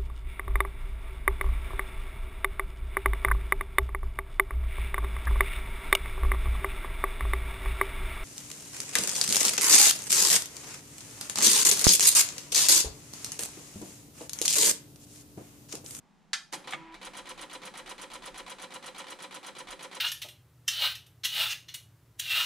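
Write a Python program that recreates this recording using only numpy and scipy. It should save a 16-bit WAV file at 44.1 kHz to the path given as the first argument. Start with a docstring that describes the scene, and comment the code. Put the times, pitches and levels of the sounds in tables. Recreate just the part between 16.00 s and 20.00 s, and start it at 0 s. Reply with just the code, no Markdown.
"""An electronic typewriter on a desk in a small, quiet room, heard from close above.
Its switch snaps on, the mechanism engages with a clack and jolts the desk, the carriage knocks
against its stop and the motor hums briefly. Then it runs at about eight cycles a second: the motor
steps, a small steel part ticks, and the carriage clacks and rings the plastic case."""
import sys
import numpy as np
from scipy import signal
from scipy.fft import rfft, irfft, next_fast_len
from scipy.io import wavfile
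from scipy.ndimage import uniform_filter1d

SR = 44100
rng = np.random.default_rng(int(sys.argv[2]) if len(sys.argv) > 2 else 0)


def waveform_to_disk(signal):
    """Save audio, clipped to [-1, 1], as 16-bit WAV at the path in sys.argv[1]."""
    frames = np.transpose(np.atleast_2d(signal))
    scaled = np.clip(frames, -1, 1) * 32767
    samples = np.round(scaled).astype(np.int16)
    wavfile.write(sys.argv[1], SR, samples)


N = 4 * SR
FIRST_CYCLE_S, CYCLE_S = 1.014, .1208
SCATTER_DB, JITTER_S = .3, .00003  # how much whole cycles vary in level and timing
LOOSE_DB, LOOSE_S = 1.3, .0006  # how much each hit of a loose part varies

# How the room's rumble and the motor's whirr swell and fade (time [s], level [dB])
RUMBLE_LEVELS = [(0, -77), (.8, -77), (.9, -69), (1.22, -60), (1.35, -72), (2.45, -64), (2.6, -73),
                 (3.6, -91), (3.7, -59), (3.8, -88)]
WHIRR_LEVELS = [(.52, -90), (.55, -49), (.63, -57), (.78, -56.5), (.92, -66), (1.0, -56), (4, -58)]

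# Hits that happen only once (time [s], level [dB])
SWITCH_HITS = [(.3318, -25.5), (.338, -32)]
ENGAGE_HITS = [(.522, -66), (.526, -39), (.534, -34), (.541, -37), (.552, -51)]
DESK_HITS = [(.535, -57), (.64, -54), (.738, -50), (.79, -52)]
FIRST_STEP_HITS = [(.6425, -54), (.6735, -39.5), (.679, -46), (.692, -49), (.923, -59), (.9423, -47.5)]
FIRST_TICK_HITS = [(.7079, -43.5), (.719, -48)]
STOP_HITS = [(.7245, -35.5), (.7343, -31.5), (.744, -39.5)]
LOOSE_PANEL_HITS = [(3.0165, -46), (3.023, -57), (3.031, -62), (3.042, -47), (3.058, -57)]

# Hits that come back in every cycle (time into the cycle [s], level [dB])
STEP_HITS = [(0, -50), (.0035, -52), (.007, -55), (.0115, -50.5), (.016, -48.5), (.020, -51.5), (.025, -52)]
TICK_HITS = [(0, -63), (.016, -56.5), (.0335, -49), (.0375, -51), (.0405, -50), (.046, -49), (.0515, -51.5)]
CLACK_HITS = [(.045, -53.5), (.050, -51), (.055, -46), (.0585, -44), (.062, -57.5)]

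# Each sound's colour: its balance of low and high (frequency [Hz], relative level [dB])
AIR_COLOUR = [(15, -16), (36, -28), (60, -14.5), (100, -25.5), (140, -9.5), (200, -4.5), (236, -8.5),
              (277, -15), (560, -22.5), (840, -14.5), (1020, -20.5), (7300, -37), (16000, -58)]
RUMBLE_COLOUR = [(15, -24), (28, 14), (36, 14), (50, -6), (90, -27), (300, -87)]
SWITCH_COLOUR = [(120, -48), (200, -34), (473, -47), (529, -24.5), (709, -28), (763, -22.5), (933, -15.5),
                 (1300, -8), (1710, -5.5), (2800, -7.5), (3900, -3.5), (4950, -5.5), (7140, -9.5),
                 (10100, -20.5), (16000, -50)]
ENGAGE_COLOUR = [(70, -44), (120, -13), (200, -13), (290, -5.5), (400, -8), (620, -6), (875, -0.5),
                 (1430, -11), (1830, -1), (6600, -7.5), (10000, -12), (14000, -24), (16000, -70)]
WHIRR_COLOUR = [(50, -45), (100, -13.5), (130, -3), (400, -1), (1000, 1), (1800, -0.5), (3000, -7.5),
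                (3800, -9), (5250, -14.5), (8200, -17.5), (15000, -60)]
DESK_COLOUR = [(70, -42), (110, -23), (145, 3), (190, 0.5), (230, -14), (350, -1), (480, -25), (1500, -60)]
STEP_COLOUR = [(71, -39), (120, -11), (370, -10.5), (757, -3.5), (1680, -2.5), (2380, -0.5), (2750, -3),
               (3240, -0.5), (4410, -6), (4780, -10.5), (10800, -20.5), (16000, -49)]
TICK_COLOUR = [(200, -21), (600, -3), (1340, 0), (1700, -4.5), (3300, 0.5), (4300, -5.5), (7200, -7),
               (9900, -8), (11800, -17.5), (14000, -19), (16000, -34)]
STOP_COLOUR = [(71, -62), (120, -10), (402, -28), (773, 1), (988, -8), (1210, -6.5), (1580, -1.5),
               (2200, -3), (2810, -4), (3450, -2), (4980, -23), (8310, -19.5), (13000, -50), (16000, -67)]
CLACK_COLOUR = [(70, -46), (120, -33.5), (300, -10), (520, -8), (800, -7.5), (1000, -4.5), (1600, -4.5),
                (1850, -1.5), (3450, -4), (4000, -6.5), (4600, -14), (9800, -17), (16000, -81)]
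GEAR_COLOUR = [(300, -20), (800, 8), (2400, 4.5), (4500, -12), (12000, -44)]

# Pitches at which each part rings; a negative boost is a dip (frequency [Hz], width [Hz], boost [dB])
SWITCH_PEAKS = [(786, 19, 14.6), (1347, 18, 11.3), (1600, 47, 7), (1752, 20, 14), (2040, 30, 10.7),
                (3900, 49, 5.4), (4580, 59, 7.8), (5745, 18, 4)]
CASE_PEAKS = [(295.7, 6.7, 17), (343, 8.7, 14.5), (384.5, 13, 12.5), (464, 85, -24), (520.2, 19.7, 14),
              (551, 6.7, 10), (600, 82, -32), (762, 46, 9), (881, 18, 11.5), (1009, 27, 13.5),
              (1269, 28, 6.5), (1355, 39, 1.5), (1647, 65, -20), (1900, 30, 6.5), (2321, 20, 6.5),
              (2760, 200, -22), (2917, 50, 5.5), (3110, 42, -5), (3994, 18, 10.5)]
STEEL_PEAKS = [(1326, 190, 7.8), (3230, 49, 8.6), (4270, 21, 11.7), (4950, 45, 10.8), (5804, 23, 11.4),
               (6620, 110, 9.8), (8094, 40, 14.4), (9940, 300, 6.7)]
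MOTOR_PEAKS = [(123, 19, 6.5), (188, 12.4, 15), (218, 29, -25), (253, 18, 12.5), (312, 14, 13),
               (371, 15, 13), (443, 150, 3.5), (508, 5.6, 8), (555, 11, 9), (583, 97, -0.5)]
STOP_PEAKS = [(512, 14, 20), (755, 54, 4.9), (1214, 31, 16), (1725, 42, 5), (1780, 29, 3.4),
              (2090, 45, 7.7), (2220, 68, 11.4)]

# The tones in the motor's hum (multiple of the step rate, level [dB])
HUM_TONES = [(1, -54), (3, -55.5), (4, -69), (6, -75), (9, -81)]

# Clear tones of a struck part (frequency [Hz], level [dB], time to fade by 60 dB [s])
STEEL_TONES = [(5980, -53, 0.052), (8100, -66, 0.25), (9710, -42.5, 0.021), (10100, -38, 0.0052)]
CARRIAGE_TONES = [(510.7, -48, .17), (554.5, -50, 0.17), (996.4, -37, 0.073), (1377, -49, 0.071),
                  (2335, -42.5, 0.041), (2890, -39.5, .05), (3993, -41.5, 0.059)]

# How wide the sound is (frequency [Hz], gain of the side signal [dB])
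STEREO_WIDTH = [(60, -19), (160, 0.5), (300, -12.5), (700, -8), (1400, -6), (2800, -12), (5600, -7),
                (9000, 1), (15000, -3.5)]
# Which way the sound leans (frequency [Hz], left minus right [dB])
STEREO_LEAN = [(60, -3), (200, 1), (700, -2.5), (1300, 0.5), (2400, -.5), (4400, -0.4), (8000, -0.5),
               (11000, -6.5)]


def amp(db):
    """Turn decibels into a gain."""
    return 10 ** (np.asarray(db) / 20)


def along(points, hz):
    """Read a curve of (frequency, value) points on a log frequency axis."""
    freqs, values = np.transpose(points)
    return np.interp(np.log(hz + 1), np.log(freqs + 1), values)


def level(points):
    """A gain for every sample, from (time, level) points."""
    return amp(np.interp(np.arange(N) / SR, *np.transpose(points)))


def filtered(x, response):
    """Scale each frequency in x by response(hz)."""
    size = 2 * next_fast_len(N // 2 + SR // 4)
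    hz = np.fft.rfftfreq(size, 1 / SR)
    return irfft(rfft(x, size) * response(hz), size)[..., :N]


def resonate(x, colour, peaks=()):
    """Give x a broad colour with ringing peaks on top; white noise keeps its power."""
    def response(hz):
        lift = 1 + sum((amp(db) ** 2 - 1) / (1 + (2 * (hz - centre) / width) ** 2)
                       for centre, width, db in peaks)
        gain = amp(along(colour, hz)) * np.sqrt(np.abs(lift))
        gain /= np.sqrt(np.mean(gain ** 2))
        # minimum phase: the ringing comes after a hit, never before it
        cepstrum = irfft(np.log(gain + 1e-6))
        cepstrum[1:len(cepstrum) // 2] *= 2
        cepstrum[len(cepstrum) // 2 + 1:] = 0
        return np.exp(rfft(cepstrum))
    return filtered(x, response)


def noise(size=N):
    """White noise in two rows: mid (shared by both ears) and side (what sets them apart)."""
    return rng.standard_normal((2, size))


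def bursts(hits, fade_s, room_db, room_fade_s, size=N):
    """A burst of noise per hit: it falls 60 dB in fade_s, and its room echo in room_fade_s."""
    energy = np.zeros(size)
    for time, db in hits:
        energy[max(round(time * SR), 0)] += amp(db) ** 2
    rates = np.log(1e6) / np.array([fade_s, room_fade_s])
    power = sum(share * rate * signal.lfilter([1], [1, -np.exp(-rate / SR)], energy + 1e-20)
                for share, rate in zip((1, amp(room_db) ** 2), rates))
    return noise(size) * np.sqrt(.01 * power)  # a hit's level is its energy spread over 10 ms


def flatten(x, bins):
    """Even out a burst's spectrum, so that all its pitches are about equally strong."""
    spectrum = rfft(x, 2 * x.shape[1])
    power = np.abs(uniform_filter1d(np.abs(spectrum) ** 2, bins))
    return irfft(spectrum * np.sqrt(power.mean() / (power + 1e-20)))[:, :x.shape[1]]


def strike_once(hits, fade_s, room_db, room_fade_s):
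    """Play a group of hits one time."""
    start = round(hits[0][0] * SR)
    burst = bursts(hits, fade_s, room_db, room_fade_s)[:, start:start + 3 * SR // 4]
    return np.pad(flatten(burst, bins=90), ((0, 0), (start, N - start - burst.shape[1])))


def strike_each_cycle(hits, fade_s, room_db, room_fade_s, loose_share):
    """Repeat a group of hits: a firm part rings alike every time, a loose part rattles anew."""
    size, out = SR // 3, np.zeros((2, N + SR))
    firm = flatten(bursts(hits, fade_s, room_db, room_fade_s, size), bins=35)
    firm[:, :round(hits[0][0] * SR)] = 0  # silent before the first hit
    for time in np.arange(FIRST_CYCLE_S, N / SR, CYCLE_S):
        start = round((time + JITTER_S * rng.normal()) * SR)
        force = amp(SCATTER_DB * rng.normal())
        shaken = hits + rng.standard_normal((len(hits), 2)) * [LOOSE_S, LOOSE_DB]
        loose = bursts(shaken, fade_s, room_db, room_fade_s, size)
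        blend = np.sqrt(1 - loose_share) * firm + np.sqrt(loose_share) * loose
        out[:, start:start + size] += force * blend
    return out[:, :N]


def ring_each_cycle(tones, delay_s, rise_s, scatter_db):
    """Clear, fading tones struck once a cycle, reaching left and right out of step."""
    t, out = np.arange(SR // 4) / SR, np.zeros((2, N + SR))
    for time in np.arange(FIRST_CYCLE_S, N / SR, CYCLE_S):
        start = round((time + delay_s + JITTER_S * rng.normal()) * SR)
        force_db = scatter_db * rng.normal()
        for hz, db, fade_s in tones:
            phase = 2 * np.pi * hz * t
            gain = amp(db + force_db + rng.normal())
            shape = np.exp(-np.log(1000) * t / fade_s) * (1 - np.exp(-t / rise_s))
            out[:, start:start + len(t)] += gain * shape * np.array([np.sin(phase), np.cos(phase)])
    return out[:, :N]


def room():
    """Faint room air and a low rumble that comes and goes."""
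    air = amp(-65.5) * resonate(noise(), AIR_COLOUR)
    return air + level(RUMBLE_LEVELS) * resonate(noise(), RUMBLE_COLOUR)


def switch_snap():
    """The plastic switch flips over with one sharp snap."""
    snap = strike_once(SWITCH_HITS, fade_s=.066, room_db=-8.5, room_fade_s=.29)
    return resonate(snap, SWITCH_COLOUR, SWITCH_PEAKS)


def engage_clack():
    """The mechanism engages, ringing both the case and the steel part."""
    clack = strike_once(ENGAGE_HITS, fade_s=.056, room_db=-11, room_fade_s=.32)
    softer_peaks = [(hz, width, .94 * db) for hz, width, db in CASE_PEAKS + STEEL_PEAKS]
    return resonate(clack, ENGAGE_COLOUR, softer_peaks)


def motor():
    """The motor whirrs while it has power, and each of its steps jerks the case."""
    steps = strike_each_cycle(STEP_HITS, fade_s=.04, room_db=-4.5, room_fade_s=.29, loose_share=.52)
    steps += strike_once(FIRST_STEP_HITS, fade_s=.12, room_db=-1.5, room_fade_s=.16)
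    whirr = level(WHIRR_LEVELS) * resonate(noise(), WHIRR_COLOUR, MOTOR_PEAKS)
    return resonate(steps, STEP_COLOUR, CASE_PEAKS) + whirr


def desk_thuds():
    """The desk top answers the jolts of starting with low thuds."""
    jolts = strike_once(DESK_HITS, fade_s=.12, room_db=-10, room_fade_s=.38)
    return resonate(jolts, DESK_COLOUR)


def steel_ticks():
    """A small steel part ticks brightly like a ratchet and pings once a cycle."""
    ticks = strike_each_cycle(TICK_HITS, fade_s=.026, room_db=-5.5, room_fade_s=.24, loose_share=.4)
    ticks += strike_once(FIRST_TICK_HITS, fade_s=.055, room_db=-8, room_fade_s=.27)
    ping = ring_each_cycle(STEEL_TONES, delay_s=.038, rise_s=.00017, scatter_db=0)
    return resonate(ticks, TICK_COLOUR, STEEL_PEAKS) + ping


def stop_knock():
    """The carriage hits its stop: three quick hits heard as one knock."""
    knock = strike_once(STOP_HITS, fade_s=.053, room_db=-16.5, room_fade_s=.37)
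    return resonate(knock, STOP_COLOUR, STOP_PEAKS)


def motor_hum():
    """The motor briefly steps so fast and evenly that it makes a note, with gear noise on top."""
    start_s, end_s, ramp_s, step_hz = .752, .97, .025, 326.4
    t = np.arange(N) / SR
    running = np.clip(np.minimum(t - start_s, end_s - t) / ramp_s, 0, 1)
    note = sum(amp(db) * np.sqrt(2) * np.sin(2 * np.pi * multiple * step_hz * t)
               for multiple, db in HUM_TONES)
    gears = amp(-56) * resonate(noise(), GEAR_COLOUR)
    return running * (np.outer([1, 0], note) + gears)  # the note is in the mid row only


def carriage_clacks():
    """Each cycle the carriage halts with a pitched knock and shakes the case; a loose panel buzzes once."""
    shakes = strike_each_cycle(CLACK_HITS, fade_s=.04, room_db=-13, room_fade_s=.22, loose_share=.15)
    buzz = strike_once(LOOSE_PANEL_HITS, fade_s=.057, room_db=-12, room_fade_s=.2)
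    knock = ring_each_cycle(CARRIAGE_TONES, delay_s=.051, rise_s=.0037, scatter_db=SCATTER_DB)
    return resonate(shakes + buzz, CLACK_COLOUR, CASE_PEAKS) + knock


def scene():
    """Mix it all near the centre; the highest sounds are wider and lean to the right."""
    start_up = switch_snap() + engage_clack() + stop_knock()
    machine = motor() + motor_hum() + steel_ticks() + carriage_clacks()
    mid, side = start_up + machine + desk_thuds() + room()
    side = filtered(side, lambda hz: amp(along(STEREO_WIDTH, hz)))
    left_right = np.array([mid + side, mid - side])
    return filtered(left_right, lambda hz: amp(np.outer([.5, -.5], along(STEREO_LEAN, hz))))


def record(dry):
    """Cut everything above 16 kHz."""
    return filtered(dry, lambda hz: hz < 16000)


dry = scene()
out = record(dry)
waveform_to_disk(out)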